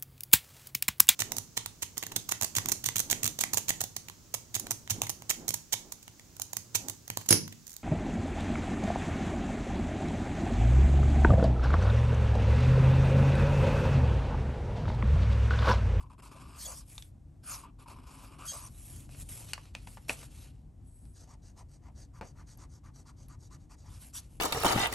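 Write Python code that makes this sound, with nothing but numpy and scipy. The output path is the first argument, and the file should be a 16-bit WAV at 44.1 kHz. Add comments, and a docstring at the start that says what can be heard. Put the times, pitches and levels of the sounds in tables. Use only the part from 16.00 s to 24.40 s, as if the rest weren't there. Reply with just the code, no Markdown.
"""Flexible fountain pen on ruled paper

A pen writes close to the microphone in a quiet room: it finishes one looped capital and draws another,
the hand slides over the sheet and things are nudged with a few knocks, then come small joined letters
and a closing flick. Clicks and noise of snapping fibres, shaped by spectra and resonances, make the
scratch, the hollow pen body and the slow judder; paired sines with a rasp make the squeaks in fast curves.
Hiss shaped as skin makes the slides, struck modes make the knocks, and shaped noise makes the room.
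"""
import sys
import numpy as np
from scipy import signal
from scipy.fft import rfft, irfft
from scipy.io import wavfile
from scipy.ndimage import uniform_filter1d

SR = 44100
rng = np.random.default_rng(int(sys.argv[2]) if len(sys.argv) > 2 else 0)


def put_to_file(sound):
    """Save the sound as 16-bit audio at rate SR, in the file named by the first command-line argument."""
    columns = np.atleast_2d(sound).T  # one column per channel
    safe = np.clip(columns, -1, 1)
    whole_steps = np.round(safe * 32767)
    wavfile.write(sys.argv[1], SR, whole_steps.astype(np.int16))


N = 370440
TIME = np.arange(N) / SR

# Levels and spectra in the tables are relative: a function may trim them as a whole.
# squeaks of the tines in fast curves, one list a squeak: time_s, pitch_hz, level_db
SQUEAKS = [
    [(.59, 4960, -55), (.615, 4600, -50.5), (.648, 3970, -52), (.657, 3390, -39), (.668, 3330, -34.5),
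     (.676, 3340, -64)],
    [(2.472, 3350, -47), (2.492, 3210, -34.5), (2.51, 3240, -38), (2.519, 3250, -41), (2.528, 3380, -62)],
]
# spectrum of the slow scratch: frequency_hz, density_db (per Hz)
SLOW_SCRATCH = [(300, -9), (900, 4), (1500, 5), (1850, -6), (2550, -0.5), (3400, -0.5), (4300, 0),
                (5200, 5), (6000, -4), (7000, 0), (8200, 4), (10000, 2.5), (11200, 9), (13000, -30.5),
                (15500, -44)]
# bending resonance of the pen, shifting with grip and direction: time_s, resonance_hz
PEN_BENDING = [(0, 1050), (.66, 1100), (.8, 1030), (1.44, 1500), (1.485, 1400), (1.55, 1055), (1.9, 1030),
               (2.38, 1056), (2.48, 1320), (2.55, 1070), (5.3, 960), (5.88, 960), (6.15, 1180),
               (7.55, 1200), (7.75, 1080), (8.16, 990)]


def amp(db):
    """Level law: decibels to amplitude gain."""
    return 10 ** (np.asarray(db) / 20)


def unit(x):
    """Normalization: scales to rms 1."""
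    return x / np.sqrt(np.mean(x ** 2) + 1e-20)


def read(points, hz):
    """Spectral interpolation: reads a table along a log-frequency axis."""
    f, value = np.transpose(points)
    return np.interp(np.log(hz + 1), np.log(f), value)


def follow(rows):
    """Linear interpolation in time: joins the rows of a table, giving one curve a column."""
    s, *columns = np.transpose(rows)
    return [np.interp(TIME, s, c) for c in columns]


def add(mix, s, sound):
    """Superposition: mixes a sound in at time s."""
    part = mix[max(0, round(s * SR)):][:len(sound)]
    part += sound[:len(part)]


def wander(rate_hz):
    """Low-passed chance: a smooth random curve of rms 1, moving up to about the given rate."""
    hz = np.fft.rfftfreq(N, 1 / SR)
    lowpass = 1 / (1 + (hz / rate_hz) ** 4)
    return unit(irfft(rfft(rng.standard_normal(N)) * lowpass, N))


def resonate(x, hz, width_hz):
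    """Damped resonance of peak gain 1: shifted to zero frequency, smoothed and shifted back; hz may be a curve."""
    turn = np.exp(2j * np.pi * np.cumsum(hz * np.ones(len(x))) / SR)
    r = np.exp(-np.pi * width_hz / SR)
    smoothed = signal.lfilter([1 - r], [1, -r], x / turn + 1e-18)
    return 2 * (turn * smoothed).real


def resonate_twice(x, hz, width_hz):
    """Cascaded resonance: the second pass steepens the skirts of the peak."""
    return resonate(resonate(x, hz, width_hz), hz, width_hz)


def ring(drive, modes):
    """Modal superposition: plays a drive through a table of modes; rms 1."""
    return unit(sum(amp(db) * unit(resonate(drive, hz, width_hz)) for hz, width_hz, db in modes))


def causal(gain_db):
    """Minimum phase: the impulse response that has this spectrum and starts at once."""
    log_gain = np.log(amp(np.concatenate([gain_db, gain_db[-2:0:-1]])))
    return irfft(np.exp(np.conj(signal.hilbert(log_gain)))[:len(gain_db)])


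def swell(rise, hold, fall):
    """Kinematics of one movement: speed, 0-1, gathers, holds and dies away."""
    t = np.arange(0, rise + hold + fall, 1 / SR)
    ramp = np.minimum(t / rise, (rise + hold + fall - t) / fall)
    return np.sin(np.pi / 2 * np.clip(ramp, 0, 1))


def levels(moves, law):
    """Power law of friction: sound of each movement grows as speed ** law, overlaps add in power; in dB."""
    power = np.zeros(N)
    for start, rise, hold, fall, db in moves:
        add(power, start, (amp(db) * swell(rise, hold, fall) ** law) ** 2)
    return 10 * np.log10(power + 1e-12)


def fibres(rate, spread_db, smooth):
    """Impulsive friction: fibres snap past the tip as uneven clicks, rate a second, over a smooth rub."""
    sizes = amp(spread_db * np.minimum(rng.exponential(1, N), 4))
    snaps = (rng.random(N) < rate / SR) * rng.choice([-1, 1], N) * sizes
    return unit(unit(snaps) + smooth * rng.standard_normal(N))


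def colour(x, spectrum, patchy_db, bright_db=0):
    """Time-varying filtering: peaks drift as the contact moves; rms 1 in the hiss band, 4-9.5 kHz."""
    hz, t, z = signal.stft(x, SR, nperseg=512, noverlap=384)
    patches = uniform_filter1d(rng.standard_normal(z.shape), size=6, axis=0)
    patches = unit(uniform_filter1d(patches, size=14, axis=1))
    bright = np.interp(t, TIME, bright_db * np.ones(N))
    # brightness tilts in dB per octave about 7 kHz, up to 0.7 octave either way
    slope = np.clip(np.log2((hz + 1) / 7000), -.7, .7)
    gain_db = read(spectrum, hz)[:, None] + patchy_db * patches + slope[:, None] * bright
    y = signal.istft(z * amp(gain_db), SR, nperseg=512, noverlap=384)[1][:N]
    hiss_band = signal.butter(4, [4000, 9500], "band", fs=SR, output="sos")
    return y / np.std(signal.sosfilt(hiss_band, y))


def room_tone():
    """Partial coherence: a low steady rumble with very little hiss, less alike in the two ports in the low
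    mids, most apart near 600 Hz and fully alike again from 4 kHz."""
    # spectrum: frequency_hz, density_db (per Hz)
    spectrum = [(15, -43), (30, -12.5), (48, 1), (68, -2.5), (95, -4), (145, -8.5), (185, -16.5),
                (290, -18.5), (420, -32.5), (750, -34.5), (1300, -47), (4000, -56.5), (11000, -52.5),
                (15000, -83)]
    # left-right likeness: frequency_hz, coherence (0-1)
    likeness = [(30, 1), (130, 0.98), (260, 0.75), (600, 0.49), (4000, 1)]
    level_db = -51
    hz = np.fft.rfftfreq(N, 1 / SR)
    a, b = rfft(rng.standard_normal((2, N)))
    same = np.clip(read(likeness, hz), -1, 1)
    pair = np.array([a, same * a + np.sqrt(1 - same ** 2) * b])
    return amp(level_db) * unit(irfft(pair * amp(read(spectrum, hz)), N))


def reflections(x, t60, wet_db, dull_hz):
    """Early reflection and decay: near surfaces and a small dead room answer dully, differently in each port."""
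    # first reflections from things near the desk, before dulling: delay_s, left_db, right_db
    echoes = [(.0023, -59, -34.5), (.0041, -16.5, -27), (.0068, -16.5, -18.5)]
    t = np.arange(SR // 2) / SR
    sparse = rng.standard_normal((2, len(t))) * (rng.random((2, len(t))) < 2000 / SR)
    tail = sparse * amp(-60 * t / t60) * (t > .003)
    tail *= amp(wet_db) / np.linalg.norm(tail[0])
    for delay, left_db, right_db in echoes:
        tail[:, round(delay * SR)] += amp([left_db, right_db])
    tail = signal.sosfilt(signal.butter(1, dull_hz, fs=SR, output="sos"), tail)
    return signal.fftconvolve(x[None], tail, axes=1)[:, :N]


def knocks():
    """Impact excitation: a blow and brief rattle pass the pad, ring one mode of the thing struck, thud in the desk."""
    # pen, pad and desk knocks: start_s, level_db, low_edge_hz, hardness_hz, ring_hz, ring_db,
    # blow_decay_s, desk_thud_db
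    blows = [(.98, -43.5, 700, 9200, 3620, 4, 0.0025, -22), (1.024, -48, 2100, 12000, 3460, 1, 0.0014, -23),
             (3.092, -55.5, 400, 3000, 720, -4, 0.0011, -17),
             (3.148, -54, 500, 2000, 1010, -11, 0.0027, -14),
             (3.208, -58, 900, 7000, 2600, -8, 0.0028, -24),
             (3.288, -57, 2000, 12000, 9000, -10, .003, -31),
             (3.534, -27, 990, 7700, 4500, -10, 0.0019, -29),
             (3.579, -46.5, 700, 1500, 1060, 2.5, 0.003, -33),
             (3.655, -55, 500, 9000, 5240, -23, 0.0023, -14), (3.751, -39, 494, 3600, 2520, 4, 0.0013, -9),
             (3.872, -44, 399, 2540, 824, -8.5, 0.0027, -7.5),
             (3.972, -48, 500, 1420, 890, 0.5, 0.0066, -28),
             (4.095, -26, 431, 2660, 2460, -0.5, 0.0022, -30),
             (4.105, -34, 398, 2000, 834, -12, 0.0056, -10.5),
             (4.229, -48, 400, 2000, 760, -7, 0.0061, -11),
             (5.054, -65, 616, 6020, 2530, -18, 0.00083, -27),
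             (6.212, -34, 150, 780, 635, -31, 0.025, -2.5),
             (6.574, -71.5, 3000, 12000, 11370, 17.5, 0.0014, -25),
             (7.284, -63.5, 3000, 12000, 11200, 7, 0.0035, -25)]
    # desk modes: frequency_hz, width_hz, level_db
    desk_modes = [(86.6, 14, -19.5), (120.2, 13, 8), (193, 27, 14), (261, 6.8, 0.5), (310, 40, -16.5),
                  (466, 15.4, 3.5)]
    # spectrum of the pad: frequency_hz, density_db (per Hz)
    pad_spectrum = [(100, -3.5), (400, -3), (600, 2.5), (1000, -0.5), (1450, -2), (1800, -2.5), (2700, 1),
                    (3500, -7.5), (4400, -2), (7000, -4.5), (9000, -1.5), (11500, -5), (13300, -23.5),
                    (15500, -27.5)]
    out, t, hz = np.zeros(N), np.arange(8192) / SR, np.fft.rfftfreq(2048, 1 / SR)
    for s, db, low_hz, hard_hz, ring_hz, ring_db, decay, thud_db in blows:
        fading = np.exp(-t / decay) + amp(-16.5) * np.exp(-t / .016)
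        rattle = unit(rng.standard_normal(len(t)) * fading)
        tap = unit(signal.unit_impulse(len(t)))
        # soft blows lose the treble, light things radiate no bass
        treble_loss = 1 + (hz / hard_hz) ** 3
        bass_loss = 1 + (low_hz / (hz + 20)) ** 4
        pad = causal(read(pad_spectrum, hz) - 10 * np.log10(treble_loss * bass_loss))
        blow = unit(signal.fftconvolve(0.36 * tap + rattle, pad)[:len(t)])
        note = unit(resonate(tap + .5 * rattle, ring_hz, 150))
        thud = ring(tap, desk_modes)
        add(out, s, amp(db - 19.5) * (blow + amp(ring_db) * note + amp(thud_db) * thud))
    return out


def finger():
    """Light sliding friction: a fingertip creeps over the sheet as the pen is placed, a thin half-whistling rub."""
    # spectrum: frequency_hz, density_db (per Hz)
    whisper = [(3000, -23.5), (7000, -18.5), (7600, -15.5), (8000, 1), (8500, -11), (9100, -17), (9550, 2),
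               (10000, -4), (10600, 6.5), (11200, -14), (12300, -27.5), (14000, -41.5)]
    # course of the rub: time_s, level_db
    course = [(4.8, -100), (4.87, -72), (5.05, -69.5), (5.22, -77), (5.32, -112), (5.4, -100)]
    return colour(fibres(9000, 2, 1), whisper, patchy_db=2) * amp(follow(course)[0])


def hand():
    """Sliding friction: the side of the hand makes a fine hiss that swells and has its own brightness each slide."""
    # slides: start_s, rise_s, hold_s, fall_s, level_db, brightness_db (per octave)
    slides = [(0.83, 0.089, .02, 0.2, -58, 6), (2.614, 0.29, .07, .13, -55, 7),
              (3.072, 0.064, 0.034, .03, -57, 1.5), (3.168, 0.04, 0.011, 0.025, -49.5, 7.5),
              (3.228, 0.018, 0.033, .02, -64, 4.5), (3.283, 0.0091, 0.052, 0.19, -49, 7.5),
              (3.447, 0.052, 0.0091, 0.033, -51, 1.5), (3.54, 0.032, 0.061, 0.12, -63.5, -3),
              (3.727, 0.028, 0.086, .04, -64, -4), (3.858, 0.018, 0.048, 0.11, -58.5, 5.5),
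              (3.978, 0.042, .08, .01, -68, 0.5), (4.08, 0.0074, 0.0085, 0.084, -43.5, 2.5),
              (4.142, 0.048, 0.035, 0.076, -54, 0), (4.246, 0.12, 0.069, 0.1, -59, 1.5),
              (4.47, 0.048, 0.017, 0.17, -78, -4), (7.979, 0.043, .01, 0.11, -55.5, 7),
              (8.164, 0.031, 0.023, 0.11, -66, -1.5), (8.273, .06, 0.017, 0.077, -67.5, 4.5)]
    # spectrum of skin on paper: frequency_hz, density_db (per Hz)
    skin = [(200, 4), (600, 3.5), (1150, 0.5), (1750, -2), (2600, 4.5), (3600, 1.5), (6000, 1.5), (7200, 2),
            (9000, 3.5), (11200, 8), (12500, -14.5), (14000, -29), (15500, -22)]
    db = levels([row[:-1] for row in slides], law=1.75)
    mid_slide = [(start + rise + hold / 2, bright) for start, rise, hold, _, _, bright in slides]
    hiss = colour(fibres(9000, 4.3, 0.71), skin, patchy_db=2.26, bright_db=follow(mid_slide)[0])
    return hiss * amp(db - 3.0 + 0.8 * wander(60))


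def nib(rub, share):
    """Structural resonance: blends a rub, by share of power, with friction that rings in the steel of the nib."""
    # nib modes: frequency_hz, width_hz, level_db
    nib_modes = [(4720, 220, 3.5), (5780, 710, 6), (6600, 210, 7.5), (7800, 470, 2.5), (11500, 910, -12)]
    share, drive = np.clip(share, 0, 1), fibres(5000, 1.5, 0.27)
    steel = unit(sum(amp(db) * unit(resonate_twice(drive, hz, width_hz)) for hz, width_hz, db in nib_modes))
    return np.sqrt(1 - share) * rub + np.sqrt(share) * steel


def pen_body(drive, hz, width_hz, upper_hz, upper_db):
    """Bending vibration: the dragged nib shakes the pen in a low mode and a weaker one above it."""
    low = resonate_twice(drive, hz, width_hz)
    high = resonate_twice(drive, upper_hz, 918)
    return unit(low) + amp(upper_db) * unit(high)


def slips():
    """Stick and release: each letting go of the slow nib is a short buzz of the pen body with a little grating."""
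    # releases: start_s, length_s, level_db
    releases = [(.006, 0.011, -45.5), (0.032, 0.022, -52.5), (0.053, 0.024, -55), (0.1, 0.013, -50),
                (0.116, 0.0053, -46), (0.131, 0.0073, -48.5), (0.145, 0.009, -58), (0.193, 0.016, -65),
                (0.224, .016, -57), (1.63, 0.035, -45), (1.857, 0.02, -46.5), (1.957, 0.023, -49),
                (1.984, 0.011, -47.5), (5.563, .012, -62), (7.056, 0.014, -57), (7.506, .012, -60)]
    push = np.zeros(N)
    for s, length, db in releases:
        add(push, s, amp(db) * signal.windows.tukey(int(length * SR), .6))
    buzz = pen_body(fibres(2500, 0.8, 0.46), 1018, width_hz=166, upper_hz=2410, upper_db=-19)
    grate = colour(fibres(3500, 5.6, 0.35), SLOW_SCRATCH, patchy_db=6.0)
    return push * (amp(-4.5) * buzz + amp(-31.0) * grate)


def squeaks():
    """Stick-slip oscillation: high pitch is a rough squeal, low pitch a tone whose octave meets a nib resonance."""
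    out = np.zeros(N)
    rasp = unit(resonate_twice(fibres(4000, 3, 0.36), 4600, 700))  # the chattering tines
    for rows in SQUEAKS:
        hz, db = follow(rows)
        loose = np.clip((hz - 3400) / 700, 0, 1)  # 0 locked, 1 rough
        jitter = .016 + .06 * loose
        phase = 2 * np.pi * np.cumsum(hz * (1 + jitter * wander(488))) / SR
        octave = amp(7.0 - 8.9 * loose)
        tone = (np.sin(phase) + octave * np.sin(2 * phase)) / np.sqrt((1 + octave ** 2) / 2)
        squeal = tone + amp(10 * loose - 11.0) * rasp
        sounding = (TIME > rows[0][0]) * (TIME < rows[-1][0])
        out += squeal * amp(db - 5 + 2 * wander(250)) * sounding
    return out


def letters():
    """Speed-dependent friction: scratch arches over each quick stroke, and the pen body swells a little later."""
    # small letters, up and down strokes in turn: start_s, length_s, scratch_db
    small_strokes = [(5.13, 0.14, -62), (5.262, 0.1, -64.5), (5.411, 0.12, -65), (5.555, 0.082, -64),
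                     (5.68, 0.11, -66.5), (5.815, 0.096, -73.5), (5.944, .125, -62), (6.128, 0.079, -68),
                     (6.217, 0.11, -63), (6.35, 0.088, -68.5), (6.457, 0.11, -61), (6.566, 0.1, -62.5),
                     (6.684, 0.12, -65.5), (6.83, 0.077, -68.5), (6.931, .108, -62.5), (7.05, 0.073, -62),
                     (7.158, 0.12, -66), (7.279, 0.084, -64.5), (7.385, .11, -64.5), (7.498, 0.076, -61.5),
                     (7.585, 0.081, -72.5), (7.692, 0.067, -61.5), (7.76, 0.091, -68), (7.834, 0.074, -66)]
    # spectrum of the scratch: frequency_hz, density_db (per Hz)
    spectrum = [(300, -5.5), (600, -5), (1000, -6), (1800, -9.5), (2500, -16), (3500, -12), (4100, -9),
                (4700, -5.5), (5300, -6.5), (5900, -2.5), (6600, -3), (7300, -8.5), (8200, -6.5),
                (9800, -8), (11400, -9.5), (13500, -52)]
    scratch_law, body_arch, body_lag = 1.14, 0.51, 1.47  # exponents: steep arch, flatter arch, delay
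    turn_sag = 0.18  # the resonance sinks by this share where a letter turns
    scratch, body, bend = np.zeros(N), np.zeros(N), []
    for k, (start, length, scratch_db) in enumerate(small_strokes):
        # a pushed upstroke hardly shakes the pen, a pulled downstroke does; share is of the resonance frequency
        downstroke = k % 2
        body_db, share = (-62, 1) if downstroke else (-79, 0.71)
        u = np.linspace(0, 1, max(int(length * SR), 2))
        add(scratch, start, amp(scratch_db) * np.abs(np.sin(np.pi * u)) ** scratch_law)
        add(body, start, amp(body_db) * np.abs(np.sin(np.pi * u ** body_lag)) ** body_arch)
        turn = share * (1 - turn_sag)
        bend += [(start, turn), (start + length / 2, share), (start + length, turn)]
    hiss = nib(colour(fibres(5000, 3, .5), spectrum, patchy_db=3), share=.3)
    bending_hz = follow(PEN_BENDING)[0] * follow(sorted(bend))[0]
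    drone = pen_body(fibres(2000, 2.5, .3), bending_hz, width_hz=520, upper_hz=1700, upper_db=-13)
    return amp(1.3 * wander(70)) * (scratch * hiss + body * drone)


def capitals():
    """Friction-driven vibration: flexed strokes judder hollowly when slow, hiss when fast, and flutter the sheet."""
    # long strokes and closing flick: start_s, rise_s, hold_s, fall_s, scratch_db, pen_body_db
    strokes = [(0, 0.0068, 0.012, 0.038, -63.5, -59), (0.092, 0.011, 0.027, 0.032, -73, -58.5),
               (0.174, 0.021, .005, 0.016, -67, -50), (0.218, 0.0083, 0.02, 0.12, -59.5, -49.5),
               (0.302, .025, 0.31, .04, -63, -51.5), (0.533, 0.092, 0.046, .04, -46, -44),
               (0.664, 0.019, 0.033, 0.053, -47, -48), (0.722, 0.021, 0.038, 0.078, -52, -60.5),
               (1.412, 0.12, 0.0057, 0.05, -42.5, -43.5), (1.538, 0.029, 0.017, .11, -55.5, -50),
               (1.639, 0.024, 0.032, 0.018, -85, -53), (1.777, 0.025, 0.016, 0.052, -63.5, -52),
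               (1.863, 0.026, 0.017, 0.083, -60, -47), (1.924, 0.027, 0.099, .04, -71, -56),
               (2.045, .03, .16, 0.11, -60, -51), (2.27, 0.049, 0.03, 0.045, -64.5, -49),
               (2.366, 0.031, 0.075, .03, -58.5, -46), (2.425, 0.057, .06, 0.08, -46.5, -45.5),
               (2.556, 0.03, 0.076, 0.048, -52, -53), (7.854, 0.086, 0.023, .055, -58.5, -61.5),
               (7.972, 0.048, 0.013, 0.054, -63, -82), (8.122, 0.048, 0.0048, .045, -40, -58.5)]
    # flutter of the sheet, most as the nib leaves a tight curve: start_s, rise_s, hold_s, fall_s, level_db
    flutters = [(.345, 0.018, .005, 0.022, -52.5), (.65, 0.016, .02, 0.066, -49),
                (2.515, 0.014, 0.015, 0.031, -45.5), (5.255, .04, .03, .04, -62),
                (5.56, .03, .03, .04, -66), (5.815, 0.043, .03, .05, -66)]
    # spectrum of the fast scratch: frequency_hz, density_db (per Hz)
    fast_scratch = [(300, -25), (900, -9), (1900, -7.5), (2600, -7.5), (3800, -5.5), (4700, 1), (5900, 3.5),
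                    (6700, 3), (8600, 2.5), (10000, 11.5), (11300, 4), (13000, -9), (15500, -28)]
    scratch_db = levels([(*timing, db) for *timing, db, _ in strokes], law=2.5)
    body_db = levels([(*timing, db) for *timing, _, db in strokes], law=2.1)
    # the pen body calms by 15 dB while the tines squeak
    squealing = sum(1. * (TIME > rows[0][0]) * (TIME < rows[-1][0]) for rows in SQUEAKS)
    body_db = body_db - 15 * uniform_filter1d(squealing, size=1500)
    # a steady flutter, 13 dB below the pen body curve, underlies the listed ones
    flutter = np.hypot(amp(levels(flutters, law=0.77)), amp(body_db - 13))
    # a weak scratch tells a slow nib
    slow = np.clip((-49.5 - scratch_db) / 16, .2, 1)
    judder = amp(slow * (2.2 * wander(55) - 3.5))
    fast = np.clip((scratch_db + 63) / 9, 0, 1)
    grate = colour(fibres(3500, 2.6, 0.44), SLOW_SCRATCH, patchy_db=2.5)
    hiss = nib(colour(fibres(7000, 2.9, 1.0), fast_scratch, patchy_db=5.0), share=0.082)
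    scratch = (np.sqrt(1 - fast) * grate + np.sqrt(fast) * hiss) * amp(scratch_db)
    bending_hz = follow(PEN_BENDING)[0]
    body = pen_body(fibres(2500, 2.1, 0.36), bending_hz, width_hz=400, upper_hz=2450, upper_db=-7.0)
    body = body * amp(body_db - 6)
    sheet = unit(resonate(resonate(fibres(1500, 2.2, 0.86), 560, 240), 650, 220)) * flutter * amp(-6.5)
    # the slow, pressed nib drums the desk
    murmur = unit(resonate_twice(fibres(1500, 3, 0.31), 260, 180)) * slow * amp(body_db - 8.5)
    return judder * (scratch + body + sheet + murmur)


def scene():
    """Superposition: all the sounds on the desk, their reflections and the room tone."""
    # swell of the rumble: time_s, level_db
    rumble = [(0, -0.5), (2.2, -1.5), (3.25, 3.5), (3.7, -0.5), (4.2, 2.5), (4.7, -0.5), (8.4, -0.5)]
    desk = capitals() + slips() + letters() + squeaks() + hand() + finger() + knocks()
    room = room_tone() * amp(follow(rumble)[0] + 1.0 * wander(5.4))
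    return desk + reflections(desk, t60=0.2, wet_db=-10.5, dull_hz=2200) + room


def record(dry):
    """Interchannel level and phase: the two microphone ports differ with frequency; then the band limit."""
    # port balance: frequency_hz, left_minus_right_db
    balance = [(30, 1.5), (130, 1.2), (500, 4), (1000, 2), (2000, 0.1), (4000, -0.5), (16000, 1)]
    # port phase: frequency_hz, left_lead_rad
    port_phase = [(20, 0), (600, 0), (800, -.15), (1200, .2), (1800, -.15), (2600, .1), (3250, .55),
                  (4000, .2), (5500, .15), (8000, .2), (8700, .1), (9300, -1.7), (10300, -3.14),
                  (11800, -6.28), (12500, -6.28), (13300, -9.42), (14000, -9.42), (14800, -12.57)]
    edge_hz = 15750
    hz = np.fft.rfftfreq(N, 1 / SR)
    lean = amp(read(balance, hz) / 2)
    lead = np.exp(1j * read(port_phase, hz))
    ports = irfft(rfft(dry) * np.array([lean * lead, 1 / lean]), N)
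    band_limit = signal.firwin(511, edge_hz, window=("kaiser", 9), fs=SR)
    return signal.oaconvolve(ports, band_limit[None], "same")


dry = scene()
out = record(dry)
put_to_file(out)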